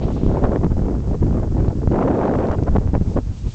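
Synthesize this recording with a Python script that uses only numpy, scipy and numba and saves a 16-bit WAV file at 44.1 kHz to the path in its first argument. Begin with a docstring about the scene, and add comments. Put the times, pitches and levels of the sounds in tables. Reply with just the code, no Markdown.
"""Gusty wind on a small microphone

Gusty wind hits an unshielded microphone beside a road. Big eddies rumble as lumpy low noise; small eddies
tear past as a band of noise that brightens as the air speeds up; single puffs thump as bumps of pressure.
A board's wheels hiss faintly on the asphalt, with a high hiss, a few dry ticks and steady far road noise.
The microphone thins the deepest bass, flattens the loudest peaks and cuts the top."""
import sys
import numpy as np
from scipy import signal
from scipy.io import wavfile
from scipy.ndimage import uniform_filter1d
from numba import njit

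SR = 44100
rng = np.random.default_rng(int(sys.argv[2]) if len(sys.argv) > 2 else 0)


def log_audio(samples):
    """Write samples as a 16-bit WAV file to the path given in sys.argv[1]."""
    # one column per channel
    frames = np.atleast_2d(samples).T
    # limit to full scale, then quantise
    limited = np.clip(frames, -1, 1)
    pcm = np.round(limited * 32767).astype(np.int16)
    wavfile.write(sys.argv[1], SR, pcm)


N = 156114   # length in samples


def amp(db):
    """Turn decibels into a gain."""
    return 10 ** (np.asarray(db) / 20)


def rms_one(x):
    """Scale a sound to an rms (average strength) of 1."""
    return x / np.sqrt(np.mean(x ** 2))


def in_time(rows):
    """Draw straight lines between the rows of a table: one curve per column after the time."""
    times, *columns = np.transpose(rows)
    t = np.arange(N) / SR
    return [np.interp(t, times, column) for column in columns]


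def drift(hz):
    """Random wandering with an rms of 1: noise smoothed by two equal low-passes at hz."""
    r = np.exp(-2 * np.pi * hz / SR)
    noise = rng.standard_normal(N + SR)
    wander = signal.lfilter([1], [1, -2 * r, r * r], noise)
    return rms_one(wander[SR:])   # the first second lets the filter settle


def band(low_hz, high_hz, order=2):
    """Noise between two frequencies, with an rms of 1."""
    sos = signal.butter(order, [low_hz, high_hz], "band", fs=SR, output="sos")
    noise = signal.sosfilt(sos, rng.standard_normal(N + SR))
    return rms_one(noise[SR:])


EVENNESS = 0.7   # 0 leaves the noise's own swelling alone, 1 takes most of it out


def evened(x, window_ms):
    """Even out the noise, as a fast level control would: divide out part of its swelling; rms 1."""
    window = max(int(window_ms * SR / 1000), 1)
    power = uniform_filter1d(rms_one(x) ** 2, window)
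    return rms_one(x / (np.abs(power) + 0.06) ** (EVENNESS / 2))


@njit
def moving_lowpass(x, k, count):
    """A chain of count one-pole low-passes whose shared coefficient k moves with time."""
    out, state = x.copy(), np.zeros(count)
    for i in range(len(x)):
        for j in range(count):
            state[j] += k[i] * (out[i] - state[j])
            out[i] = state[j]
    return out


def pole(hz):
    """Low-pass coefficient for a corner frequency."""
    return 1 - np.exp(-2 * np.pi * hz / SR)


ROAD_LOW_HZ, ROAD_HIGH_HZ, ROAD_DB = 504, 1820, -59.5


def road_noise():
    """Far road noise: a steady band of noise in the middle range."""
    return amp(ROAD_DB) * band(ROAD_LOW_HZ, ROAD_HIGH_HZ)


WHEEL_LOW_HZ, WHEEL_HIGH_HZ, WHEEL_TRIM_DB, WHEEL_GRAIN_DB = 2130, 4300, -1.13, -0.5
HIGH_LOW_HZ, HIGH_TOP_HZ, HIGH_TRIM_DB, HIGH_GRAIN_DB = 4300, 8700, 2.5, 0.5
# How loud the two hisses are over time, before their trims and grain.
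# Columns: t/s, wheel noise level/dB, high hiss level/dB
HISS_LEVELS = [(0, -61, -61), (.03, -43.5, -64), (.07, -54, -60), (.13, -52.5, -58), (.2, -51.5, -62),
               (.37, -57.5, -60), (.5, -62, -60.5), (1.2, -62, -60), (2.55, -60.5, -60.5),
               (3.0, -62, -60.5), (3.11, -56.5, -56.5), (3.2, -59.5, -60), (3.33, -58, -60),
               (3.39, -54, -55.5), (3.44, -57, -58), (3.5, -51, -55.5), (3.54, -52, -52)]


def hiss():
    """Wheels on asphalt and a high hiss: two bands of noise with slightly unsteady levels."""
    wheel_db, high_db = in_time(HISS_LEVELS)
    wheels = band(WHEEL_LOW_HZ, WHEEL_HIGH_HZ)
    wheels = wheels * amp(wheel_db + WHEEL_TRIM_DB + WHEEL_GRAIN_DB * drift(25))
    high = band(HIGH_LOW_HZ, HIGH_TOP_HZ, order=3)
    high = high * amp(high_db + HIGH_TRIM_DB + HIGH_GRAIN_DB * drift(30))
    return wheels + high


TICK_DECAY_MS, TICK_LOW_HZ, TICK_HIGH_HZ = 0.6, 1500, 5000
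# The dry ticks, each with its starting strength before the band filter.
# Columns: t/s, level/dB
TICK_TIMES = [(.2645, -30), (.4381, -29), (.645, -29), (1.684, -29), (2.361, -30), (2.4695, -27),
              (2.485, -28), (2.516, -27), (2.6355, -27), (2.784, -33)]


def ticks():
    """Dry ticks: each is one snap of noise that dies at once, kept to a bright band."""
    out = np.full(N, 1e-18)
    t = np.arange(SR // 200) / SR
    fade = np.exp(-1000 * t / TICK_DECAY_MS)
    for start_s, level_db in TICK_TIMES:
        snap = rng.standard_normal(len(t)) * fade
        out[int(start_s * SR):][:len(t)] = amp(level_db) * snap
    sos = signal.butter(2, [TICK_LOW_HZ, TICK_HIGH_HZ], "band", fs=SR, output="sos")
    return signal.sosfilt(sos, out)


RUMBLE_LOW_HZ, RUMBLE_HIGH_HZ, RUMBLE_EVEN_MS = 21.6, 100.3, 29
RUMBLE_TRIM_DB, RUMBLE_LUMPS_DB, RUMBLE_LUMPS_HZ = 1.17, -1, 9.6


def rumble(level_db):
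    """Big eddies press slowly on the microphone: lumpy low noise."""
    noise = evened(band(RUMBLE_LOW_HZ, RUMBLE_HIGH_HZ), RUMBLE_EVEN_MS)
    lumps_db = RUMBLE_LUMPS_DB * drift(RUMBLE_LUMPS_HZ)
    return noise * amp(level_db + RUMBLE_TRIM_DB + lumps_db)


# The corner (upper edge) of the eddy band is CORNER_HZ at this treble share and rises with it.
CORNER_HZ, CORNER_AT_DB, DB_PER_OCTAVE = 448, -16, 12.5
FASTEST_CORNER_HZ = 915    # the steady air speed tops out here, before the quick changes
EDDY_LOW_SHARE = 0.35      # low edge of the band, as a share of the corner
SPEED_FLUTTER_OCT, SPEED_FLUTTER_HZ = 0.068, 60   # quick chance changes in air speed
CRACKLE_OCT, CRACKLE_HZ = 0.6, 196   # still quicker: thin bright streaks, before calming
CRACKLE_CALMS = 0.59       # share of the streaks lost at full air speed
FINE_EDDY_GAIN_DB, FINE_CORNER_RATIO = -30.5, 2.46   # a weak skirt of finer eddies above the corner
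EDDY_EVEN_MS, EDDY_LUMPS_DB, EDDY_LUMPS_HZ = 16, 1.53, 50.3


def eddy_corner(treble_db):
    """Faster air makes brighter eddies: the corner follows the treble, with quick random changes."""
    steady = CORNER_HZ * 2 ** ((treble_db - CORNER_AT_DB) / DB_PER_OCTAVE)
    steady = np.minimum(steady, FASTEST_CORNER_HZ)
    streaks_oct = CRACKLE_OCT * (1 - CRACKLE_CALMS * steady / FASTEST_CORNER_HZ)
    flutter = SPEED_FLUTTER_OCT * drift(SPEED_FLUTTER_HZ)
    crackle = streaks_oct * drift(CRACKLE_HZ)
    return np.clip(steady * 2 ** (flutter + crackle), 60, 3000)


def small_eddies(level_db, treble_db):
    """Small eddies tear past: noise in a band that slides with the air speed, set in level by the gust."""
    corner = eddy_corner(treble_db)
    main = moving_lowpass(rng.standard_normal(N), pole(corner), count=5)
    fine = moving_lowpass(rng.standard_normal(N), pole(FINE_CORNER_RATIO * corner), count=4)
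    x = main + amp(FINE_EDDY_GAIN_DB) * fine
    x = x - moving_lowpass(x, pole(EDDY_LOW_SHARE * corner), count=1)   # take away the lows
    x = evened(x / np.sqrt(corner), EDDY_EVEN_MS)   # a wider band must not be louder
    return x * amp(level_db + EDDY_LUMPS_DB * drift(EDDY_LUMPS_HZ))


PUFF_RISE_SHARE = 0.44   # rise time as a share of the fall time
PUFF_SHARPNESS = 1.9     # 2 is a round bump, 1 a pointed one
PUFF_DIP, PUFF_DIP_MS = 0.55, 7.2   # depth and half-width of the dip in the turbulence
# The single puffs: a peak above 0 pushes the diaphragm, below 0 sucks it.
# Columns: t/s, peak pressure (1 = full scale, before the microphone), fall/ms
PUFF_BUMPS = [(0.2344, -0.56, 1.1), (.236, 0.24, 2.4), (0.2642, -.8, 1.6), (0.2653, 0.54, 1.16),
              (.276, 0.64, 2.2), (0.435, 0.33, 3.2), (0.448, -0.64, 3.5), (.494, 0.64, 1.04),
              (.646, -0.71, 0.94), (.667, 0.61, 1), (.719, 0.68, 1.8), (0.775, -0.46, 3.7),
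              (0.8983, -0.18, 0.72), (0.9663, -0.21, 1.1), (1.682, -0.41, 0.83), (1.686, 0.73, 2.9),
              (1.691, -.3, 2.5), (1.8751, -0.53, 0.71), (1.878, 0.54, 3.3), (2.504, 0.35, 5),
              (2.691, -0.33, 5.6), (2.753, 0.49, 0.78), (2.766, -0.66, 0.39), (2.784, 0.97, 1.16),
              (2.875, 0.14, 0.46), (2.935, 0.63, 1.53), (2.952, 0.61, 0.56), (2.979, 0.52, 1.9),
              (3.013, 0.69, 1.77), (3.178, -0.39, 0.72), (3.188, 0.49, 0.81)]


def puffs():
    """Each puff thumps the diaphragm: one short bump of pressure, steeper in front."""
    t = np.arange(N) / SR
    pressure = np.zeros(N)
    for peak_s, peak, fall_ms in PUFF_BUMPS:
        width_s = fall_ms / 1000 * np.where(t < peak_s, PUFF_RISE_SHARE, 1)
        pressure += peak * np.exp(-np.abs((t - peak_s) / width_s) ** PUFF_SHARPNESS)
    return pressure


def dip_around_puffs():
    """A gain that turns the turbulence down around each puff, so that the thump stands clear."""
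    t = np.arange(N) / SR
    near = np.zeros(N)
    for peak_s, _, _ in PUFF_BUMPS:
        near = np.maximum(near, np.exp(-((t - peak_s) / (PUFF_DIP_MS / 1000)) ** 2))
    return 1 - PUFF_DIP * near


# The wind at the microphone, in three stretches, before trim, lumps and dips.
# The treble share of the small eddies only moves their corner.
# Columns: t/s, small eddies level/dB, rumble level/dB, treble share/dB
WIND_GUSTS = [
    [(0.0, -29, -30.5, -18), (0.036, -22, -24, -8), (0.062, -18, -23, -20.5), (0.086, -24.5, -29, -6),
     (0.136, -21.5, -24.5, -25), (0.17, -21, -27, -11.5), (0.196, -27.5, -33, -16.5),
     (0.25, -16.5, -19, -18), (0.29, -17.5, -15, -10.5), (0.38, -20.5, -23.5, -9), (0.415, -24, -27, -10.5),
     (0.446, -9, -18, -2), (0.46, -22.5, -22, -9), (0.484, -21.5, -26, -9.5), (0.545, -19.5, -19.5, -6.5),
     (0.57, -20.5, -37.5, -8), (0.59, -30, -14, -17.5), (0.66, -13.5, -39, -10), (0.69, -28.5, -23, -27.5),
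     (0.722, -26.5, -17.5, 4), (0.748, -34, -25.5, -41.5), (0.768, -21, -20.5, -17.5),
     (0.844, -22.5, -17.5, -17.5), (0.89, -20, -27, -11), (0.96, -27.5, -15.5, -12),
     (1.006, -23.5, -26, -26.5), (1.032, -33, -22.5, -10), (1.098, -24.5, -18, -20),
     (1.152, -24.5, -20.5, -9.5), (1.178, -24, -42, -31.5), ],
    [(1.21, -29.5, -17.5, -24), (1.224, -16.5, -19, -21.5), (1.432, -25, -22, -9.5),
     (1.492, -24, -24.5, -25.5), (1.604, -20, -16.5, -12), (1.67, -25.5, -19, -11.5),
     (1.702, -30, -19, -2.5), (1.74, -26, -31, -17), (1.762, -21.5, -27, -22.5), (1.888, -23.5, -16.5, -20),
     (1.91, -17.5, -49, -18.5), (1.934, -18.5, -27, -4.5), (1.982, -16.5, -24, -7.5),
     (2.026, -19.5, -38, -3.5), (2.052, -15.5, -29, -12), (2.12, -16.5, -31, -5.5),
     (2.19, -17.5, -36, -6.5), (2.22, -19.5, -20, -3), (2.246, -18, -44, -3.5), (2.302, -16, -42, -10.5),
     (2.33, -17, -33, -8), (2.38, -18, -23.5, -8), (2.422, -21.5, -25.5, 1.5), (2.44, -16.5, -53.5, -3.5),
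     (2.512, -23.5, -13.5, -5), (2.542, -22.5, -37, 4.5), ],
    [(2.56, -26, -29, -16), (2.572, -19, -19, -27), (2.588, -24, -17, -2), (2.61, -30, -25, -18),
     (2.63, -17, -15, -20), (2.66, -25.5, -43, -17.5), (2.67, -24, -28, -3.5), (2.692, -19, -20, -5),
     (2.712, -27, -13.5, -36), (2.757, -15, -17.5, -10), (2.767, -11.5, -17, 6),
     (2.774, -19.5, -18.5, -26.5), (2.832, -33, -23, -7.5), (2.882, -50, -14, -22.5),
     (2.906, -38, -19, -11), (2.924, -21.5, -41, -28), (2.95, -13, -14, 8), (2.996, -43.5, -26, -28.5),
     (3.014, -18, -9.5, -29.5), (3.042, -46, -31.5, -11), (3.072, -18, -17.5, -27.5),
     (3.14, -30, -24.5, -14.5), (3.156, -19.5, -19, -23.5), (3.176, -13, -10, -2.5), (3.2, -16, -31, -26),
     (3.222, -65, -26, -12.5), (3.276, -70, -25.5, -22), (3.316, -32.5, -22.5, -34.5),
     (3.342, -52, -33.5, -15), (3.416, -45.5, -31, -20.5), (3.478, -41, -17.5, -26.5),
     (3.514, -61, -35.5, -6.5), (3.54, -23, -24, -39.5)],
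]


def wind():
    """Gusty wind: small eddies and rumble, turned down around each puff, plus the puffs themselves."""
    eddy_db, rumble_db, treble_db = in_time(np.concatenate(WIND_GUSTS))
    turbulence = small_eddies(eddy_db, treble_db) + rumble(rumble_db)
    return dip_around_puffs() * turbulence + puffs()


def scene():
    """Wind over faint road noise, hiss and ticks, in one channel."""
    road = road_noise()
    return (wind() + hiss() + ticks() + road)[None]


MIC_LOW_HZ, CLIP_LEVEL = 2.2, 0.72   # CLIP_LEVEL: 1 = full scale
TOP_ROLL_HZ, CUTOFF_HZ = 7650, 8960


def record(dry):
    """The microphone: the deepest bass rolls off, the loudest peaks flatten, the top is cut."""
    low_cut = signal.butter(1, MIC_LOW_HZ, "high", fs=SR, output="sos")
    top_roll = signal.butter(10, TOP_ROLL_HZ, fs=SR, output="sos")
    top_cut = signal.cheby2(16, 36, CUTOFF_HZ, fs=SR, output="sos")   # 36 dB down from the cutoff up
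    x = signal.sosfilt(low_cut, dry)
    x = x / (1 + np.abs(x / CLIP_LEVEL) ** 8) ** (1 / 8)
    x = signal.sosfilt(top_roll, x)
    return signal.sosfilt(top_cut, x)


dry = scene()
out = record(dry)
log_audio(out)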